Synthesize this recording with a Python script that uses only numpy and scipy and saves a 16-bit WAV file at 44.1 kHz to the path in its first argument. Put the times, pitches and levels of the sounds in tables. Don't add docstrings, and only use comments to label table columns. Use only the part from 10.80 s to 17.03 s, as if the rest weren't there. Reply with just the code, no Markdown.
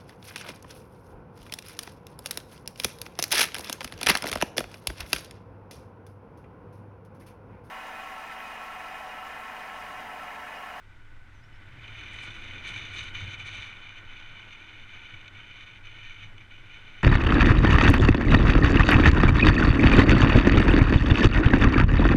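import sys
import numpy as np
from scipy import signal
from scipy.fft import rfft, irfft, next_fast_len
from scipy.io import wavfile
from scipy.ndimage import uniform_filter1d, map_coordinates

SR = 44100
rng = np.random.default_rng(int(sys.argv[2]) if len(sys.argv) > 2 else 0)


def wrap_up_sound(samples):
    columns = np.atleast_2d(samples).T
    tamed = np.clip(columns, -1, 1)
    steps = np.round(tamed * 32767).astype(np.int16)
    wavfile.write(sys.argv[1], SR, steps)


N = 274743
T = np.arange(N) / SR
TOP_HZ = 15020
STRONG_DB = -40
LIFT_S, RAISED_S = 0.63, 1.13

# frequency in Hz, density in dB per Hz.
HISS_SPECTRUM = [(200, 0), (3500, -5), (5000, -2.5), (8000, -8), (11000, -14), (15000, -20.5)]
SWAY_SPECTRUM = [(3, -22.5), (9, -4.5), (14, 4), (19, -8.5), (30, -26.5), (100, -66), (1000, -110)]
RUMBLE_SPECTRUM = [(5, -40), (14, -10.5), (30, 4.5), (50, 3.5), (75, 0.5), (130, -14.5), (400, -44.5),
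                   (2000, -100)]
HUM_SPECTRUM = [(20, -48), (65, -22), (90, 0.5), (120, -3.5), (150, -9.5), (300, -38.5), (2000, -84)]
CAR_SPECTRUM = [(60, -32), (300, -10), (650, -2), (1000, 5), (1500, 4), (2500, -16), (5000, -47),
                (15000, -53)]
TYRE_SPECTRUM = [(60, -6.5), (150, 4), (230, 5.5), (450, -1), (700, -2.5), (1200, -1.5), (2200, -3.5),
                 (2700, -5.5), (3700, -9.5), (5000, -23.5), (9000, -32), (15000, -49)]
TICK_SPECTRUM = [(500, -11), (1500, -21), (2300, -1.5), (3800, 8.5), (4700, -9), (7500, -17), (14500, -60)]
SWISH_SPECTRUM = [(300, -33), (900, -9), (1400, -10), (1950, -2), (2600, -7), (4000, -15.5), (9000, -40.5)]
JET_SPECTRUM = [(2000, -18), (4700, 7.5), (7000, 5.5), (9500, 4.5), (11000, -11.5), (14500, -21)]
EDDY_SPECTRUM = [(300, -20.5), (700, -12), (1200, 1.5), (2100, -4.5), (3900, -2), (4700, -11), (7500, -31),
                 (10000, -33.5), (14500, -45)]
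SPRAY_SPECTRUM = [(1200, -18.5), (2400, -28.5), (3800, 10.5), (4700, -2.5), (7500, -16.5), (10000, -32),
                  (14500, -60)]

# centre in Hz, width in Hz, height in dB.
MOUNT_BELLS = [(98, 14, 12), (114.4, 8.5, 7.5)]
BODY_BELLS = [(315.4, 54, 5), (900, 66, 3.5), (1485, 184, 12.5), (1996, 375, 8.5)]
CASE_BELLS = [(1440, 140, 7.5), (1834, 20, 13.5), (2340, 673, 24.5), (2704, 236, -7), (2992, 322, 17),
              (3284, 90, -11), (3534, 300, 11.5), (4690, 170, -6.5), (4973, 150, -3.5), (5380, 400, -13.5),
              (6147, 920, 18), (9100, 1300, 5.5)]

# time in seconds, relative mount hum in dB, relative rumble in dB.
SHAKE = [(0, -59, -54), (.45, -57, -59), (1.1, -51, -51.5), (1.6, -53, -52.5), (2.4, -48.5, -48.5),
         (2.76, -48.5, -53.5), (2.92, -57, -62.5), (4.2, -58, -59.5), (6.23, -57, -61)]
# time in seconds, relative roar in dB.
ROAD = [(0, -63.5), (.6, -64.5), (1.1, -57), (2.0, -54.5), (2.75, -57), (3.1, -61.5), (4.3, -61),
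        (5.65, -63), (6.23, -60.5)]
# time in seconds, relative level in dB.
AIR = [(0, -65), (.68, -64), (.95, -59), (1.06, -49.5), (1.42, -43.5), (1.72, -47), (1.92, -41.5),
       (2.55, -41.5), (2.75, -41), (2.89, -43.5), (2.96, -48), (3.7, -48.5), (5.1, -50), (5.26, -45),
       (5.55, -57.5), (5.95, -54), (6.23, -50)]

# middle in seconds, length in seconds, hum rise in dB.
JOLTS = [(1.47, .14, 5), (1.93, 0.22, 6.5), (2.18, .16, 4), (2.46, 0.18, 7), (3.24, .14, 4.5),
         (3.53, 0.097, 5), (3.69, 0.091, 4), (4.35, 0.076, 6), (4.56, 0.14, 6.5), (5.14, 0.29, 4.5),
         (5.48, 0.28, 8), (5.8, .12, 3.5)]
# middle in seconds, length in seconds, rise in dB.
GUSTS = [(.76, .07, 4), (.88, .07, 2), (1.2, 0.076, 3), (1.87, 0.12, 2.5), (1.97, 0.05, 2.5),
         (2.18, 0.085, 5.5), (2.69, 0.084, 2.5), (3.73, 0.049, 4), (4.81, 0.17, 2.5), (5.06, .07, 3.5),
         (5.44, 0.085, 8), (5.75, 0.16, 6), (5.94, 0.15, 7)]
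# middle in seconds, length in seconds, drop in dB.
LULLS = [(2.322, 0.08, 8.5), (2.57, .05, 7.5), (2.64, 0.059, 7.5), (3.24, 0.14, 7), (4.06, 0.071, 6),
         (4.51, 0.11, 7), (4.855, 0.028, 9), (5.01, 0.095, 12), (5.68, 0.063, 7), (5.84, 0.068, 2.5)]
# middle in seconds, length in seconds, rise in dB.
BURSTS = [(1.43, 0.12, 13), (1.56, .16, 6.5), (1.89, .05, 10), (2.15, 0.08, 9.5), (2.24, 0.032, 10),
          (2.68, 0.043, 5), (2.76, .07, 4)]

# start in seconds, length in seconds, start, middle and end pitch in Hz,
# relative level in dB.
CHIRPS = [(0.53, 0.092, 6530, 6000, 6070, -74), (0.615, .062, 4430, 5450, 5800, -73),
          (0.735, .04, 5000, 5300, 5450, -72), (3.16, .07, 7900, 7500, 7400, -83)]
# start in seconds, peak in dB.
CLICKS = [(1.079, -37), (1.889, -28), (4.479, -35), (5.580, -39)]
# start in seconds, level in dB, 60 dB decay in seconds.
SLAPS = [(1.851, -37, 0.06), (2.347, -33, 0.16), (5.606, -45.5, 0.099)]
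# centre with head down in Hz, with head up in Hz.
SWISH_HZ = (1770, 2150)
# turning in, fully in, leaving, out, all in seconds.
EXPOSED_S = (.85, 1.1, 2.85, 3.1)


def amp(db):
    return 10 ** (np.asarray(db) / 20)


def unit(x):
    return x / np.sqrt(np.mean(x ** 2) + 1e-20)


def curves(rows):
    s, *cols = np.transpose(rows)
    return [np.interp(T, s, c) for c in cols]


def wobble(rate_hz):
    knots = rng.standard_normal(int(N * rate_hz / SR) + 4)
    return map_coordinates(knots, [T * rate_hz])


def swells(rows):
    total_db = 0
    for middle_s, length_s, db in rows:
        phase = np.clip((T - middle_s) / length_s, -.5, .5)
        total_db = total_db + db * np.cos(np.pi * phase) ** 2
    return total_db


def colour(x, slope, bells=()):
    m = 2 * next_fast_len(N // 2 + 8192)
    hz = np.fft.rfftfreq(m, 1 / SR)
    slope_hz, slope_db = np.transpose(slope)
    db = np.interp(np.log(hz + 1), np.log(slope_hz + 1), slope_db)
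    for centre_hz, width_hz, height_db in bells:
        db = db + height_db / (1 + (2 * (hz - centre_hz) / width_hz) ** 2)
    cepstrum = irfft(np.log(amp(db)), m)
    cepstrum[1:m // 2] *= 2
    cepstrum[m // 2 + 1:] = 0
    response = np.exp(rfft(cepstrum))
    return irfft(rfft(x, m) * response, m)[:N]


def rush(slope, bells=(), drive=1):
    return unit(colour(drive * rng.standard_normal(N), slope, bells))


def held(x, window_s):
    power = np.abs(uniform_filter1d(x ** 2, int(window_s * SR)))
    return x / np.sqrt(power + 1e-6)


def hiss(level_db=-76):
    return amp(level_db) * rush(HISS_SPECTRUM)


def sway(level_db=-49):
    return amp(level_db) * rush(SWAY_SPECTRUM)


def rumble(gain_db=-1.0, buffet_db=1.8):
    _, pressure_db = curves(SHAKE)
    level_db = pressure_db + gain_db + buffet_db * wobble(11)
    return amp(level_db) * held(rush(RUMBLE_SPECTRUM), 0.24)


def mount_hum(throb_db=1.33):
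    mount_db, _ = curves(SHAKE)
    level_db = mount_db + swells(JOLTS) + throb_db * wobble(14)
    return amp(level_db) * held(rush(HUM_SPECTRUM, MOUNT_BELLS), 0.11)


def bird(waver=0.0086, tremble_db=3.0, gain_db=-3):
    out = np.zeros(N)
    for start_s, length_s, start_hz, middle_hz, end_hz, db in CHIRPS:
        u = np.clip((T - start_s) / length_s, 0, 1)
        glide = np.polyfit([0, .5, 1], [start_hz, middle_hz, end_hz], 2)
        hz = np.polyval(glide, u) * (1 + waver * wobble(330))
        envelope = 2 * np.sqrt(2 * u * (1 - u))
        out += amp(db) * envelope * np.sin(2 * np.pi * np.cumsum(hz) / SR)
    return out * amp(gain_db + tremble_db * wobble(150))


def car(level_db=-57, loudest_s=3.02, passing_s=0.82):
    distance = np.hypot(1, (T - loudest_s) / passing_s)
    return amp(level_db) / distance * rush(CAR_SPECTRUM, BODY_BELLS)


def tyres(gain_db=5.0, rough_db=1.2, jolt_share=0.23):
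    road_db, = curves(ROAD)
    level_db = road_db + gain_db + jolt_share * swells(JOLTS)
    roughness = amp(rough_db * wobble(60))
    return amp(level_db) * rush(TYRE_SPECTRUM, BODY_BELLS, roughness)


def clicks(t60_s=0.021):
    out = np.zeros(N)
    ring = colour(signal.unit_impulse(N), TICK_SPECTRUM, CASE_BELLS)[:SR // 20]
    t = np.arange(len(ring)) / SR
    for start_s, peak_db in CLICKS:
        crack = rng.standard_normal(len(t)) * amp(-60 * t / t60_s)
        tick = signal.fftconvolve(crack, ring)
        out[round(start_s * SR):][:len(tick)] += amp(peak_db) * tick / np.abs(tick).max()
    return out


def swish(level_db=-54, full_s=1.0, hold_s=0.68, rise_db_per_s=40, fall_db_per_s=45,
          flutter_db=5.0, width_hz=420, peak_db=9):
    rise_db = rise_db_per_s * np.maximum(full_s - T, 0)
    fall_db = fall_db_per_s * np.maximum(T - full_s - hold_s, 0)
    low, high = (rush(SWISH_SPECTRUM, [(hz, width_hz, peak_db)], amp(flutter_db * wobble(80)))
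                 for hz in SWISH_HZ)
    raised = np.interp(T, [LIFT_S, RAISED_S], [0, 1])
    return amp(level_db - rise_db - fall_db) * (np.sqrt(1 - raised) * low + np.sqrt(raised) * high)


def slaps(rise_s=0.0012):
    force = np.zeros(N)
    for start_s, db, t60_s in SLAPS:
        age_s = np.maximum(T - start_s, 0)
        force += amp(db - 60 * age_s / t60_s) * (1 - np.exp(-age_s / rise_s))
    return force * rush(EDDY_SPECTRUM, CASE_BELLS)


def fizz(air_db, strong_level_db=-70.5, growth=1.1, unrest_db=2.0, flutter_db=3.5, grain_db=4.0):
    exposed = np.interp(T, EXPOSED_S, [0, 1, 1, 0])
    spatter = amp(unrest_db * wobble(30) + flutter_db * wobble(160) + grain_db * wobble(2500))
    level_db = strong_level_db + growth * (air_db - STRONG_DB) + swells(BURSTS)
    return exposed * amp(level_db) * rush(JET_SPECTRUM, drive=spatter)


def flow(unrest_db=0.86):
    air_db, = curves(AIR)
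    return air_db + swells(GUSTS) - swells(LULLS) + unrest_db * wobble(28)


def airstream(air_db, body_gain_db=0.01, shelter_db=-4.0, strong_spray_db=-49, spray_growth=2.3,
              flutter_db=1.28, grain_db=2.05):
    air_db = air_db + np.interp(T, [LIFT_S, RAISED_S], [shelter_db, 0])
    eddies = amp(flutter_db * wobble(130) + grain_db * wobble(700))
    body = amp(air_db + body_gain_db) * rush(EDDY_SPECTRUM, CASE_BELLS, eddies)
    spray_db = strong_spray_db + spray_growth * (air_db - STRONG_DB)
    spray = amp(spray_db) * rush(SPRAY_SPECTRUM, CASE_BELLS, eddies)
    return body + spray


def scene():
    air_db = flow()
    background = hiss() + sway() + rumble() + mount_hum() + bird() + car()
    ride = tyres() + clicks()
    wind = swish() + slaps() + fizz(air_db) + airstream(air_db)
    return (background + ride + wind)[None]


def record(dry):
    m = next_fast_len(N + SR // 2)
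    passband = np.fft.rfftfreq(m, 1 / SR) < TOP_HZ
    return irfft(rfft(dry, m) * passband, m)[..., :N]


dry = scene()
out = record(dry)
wrap_up_sound(out)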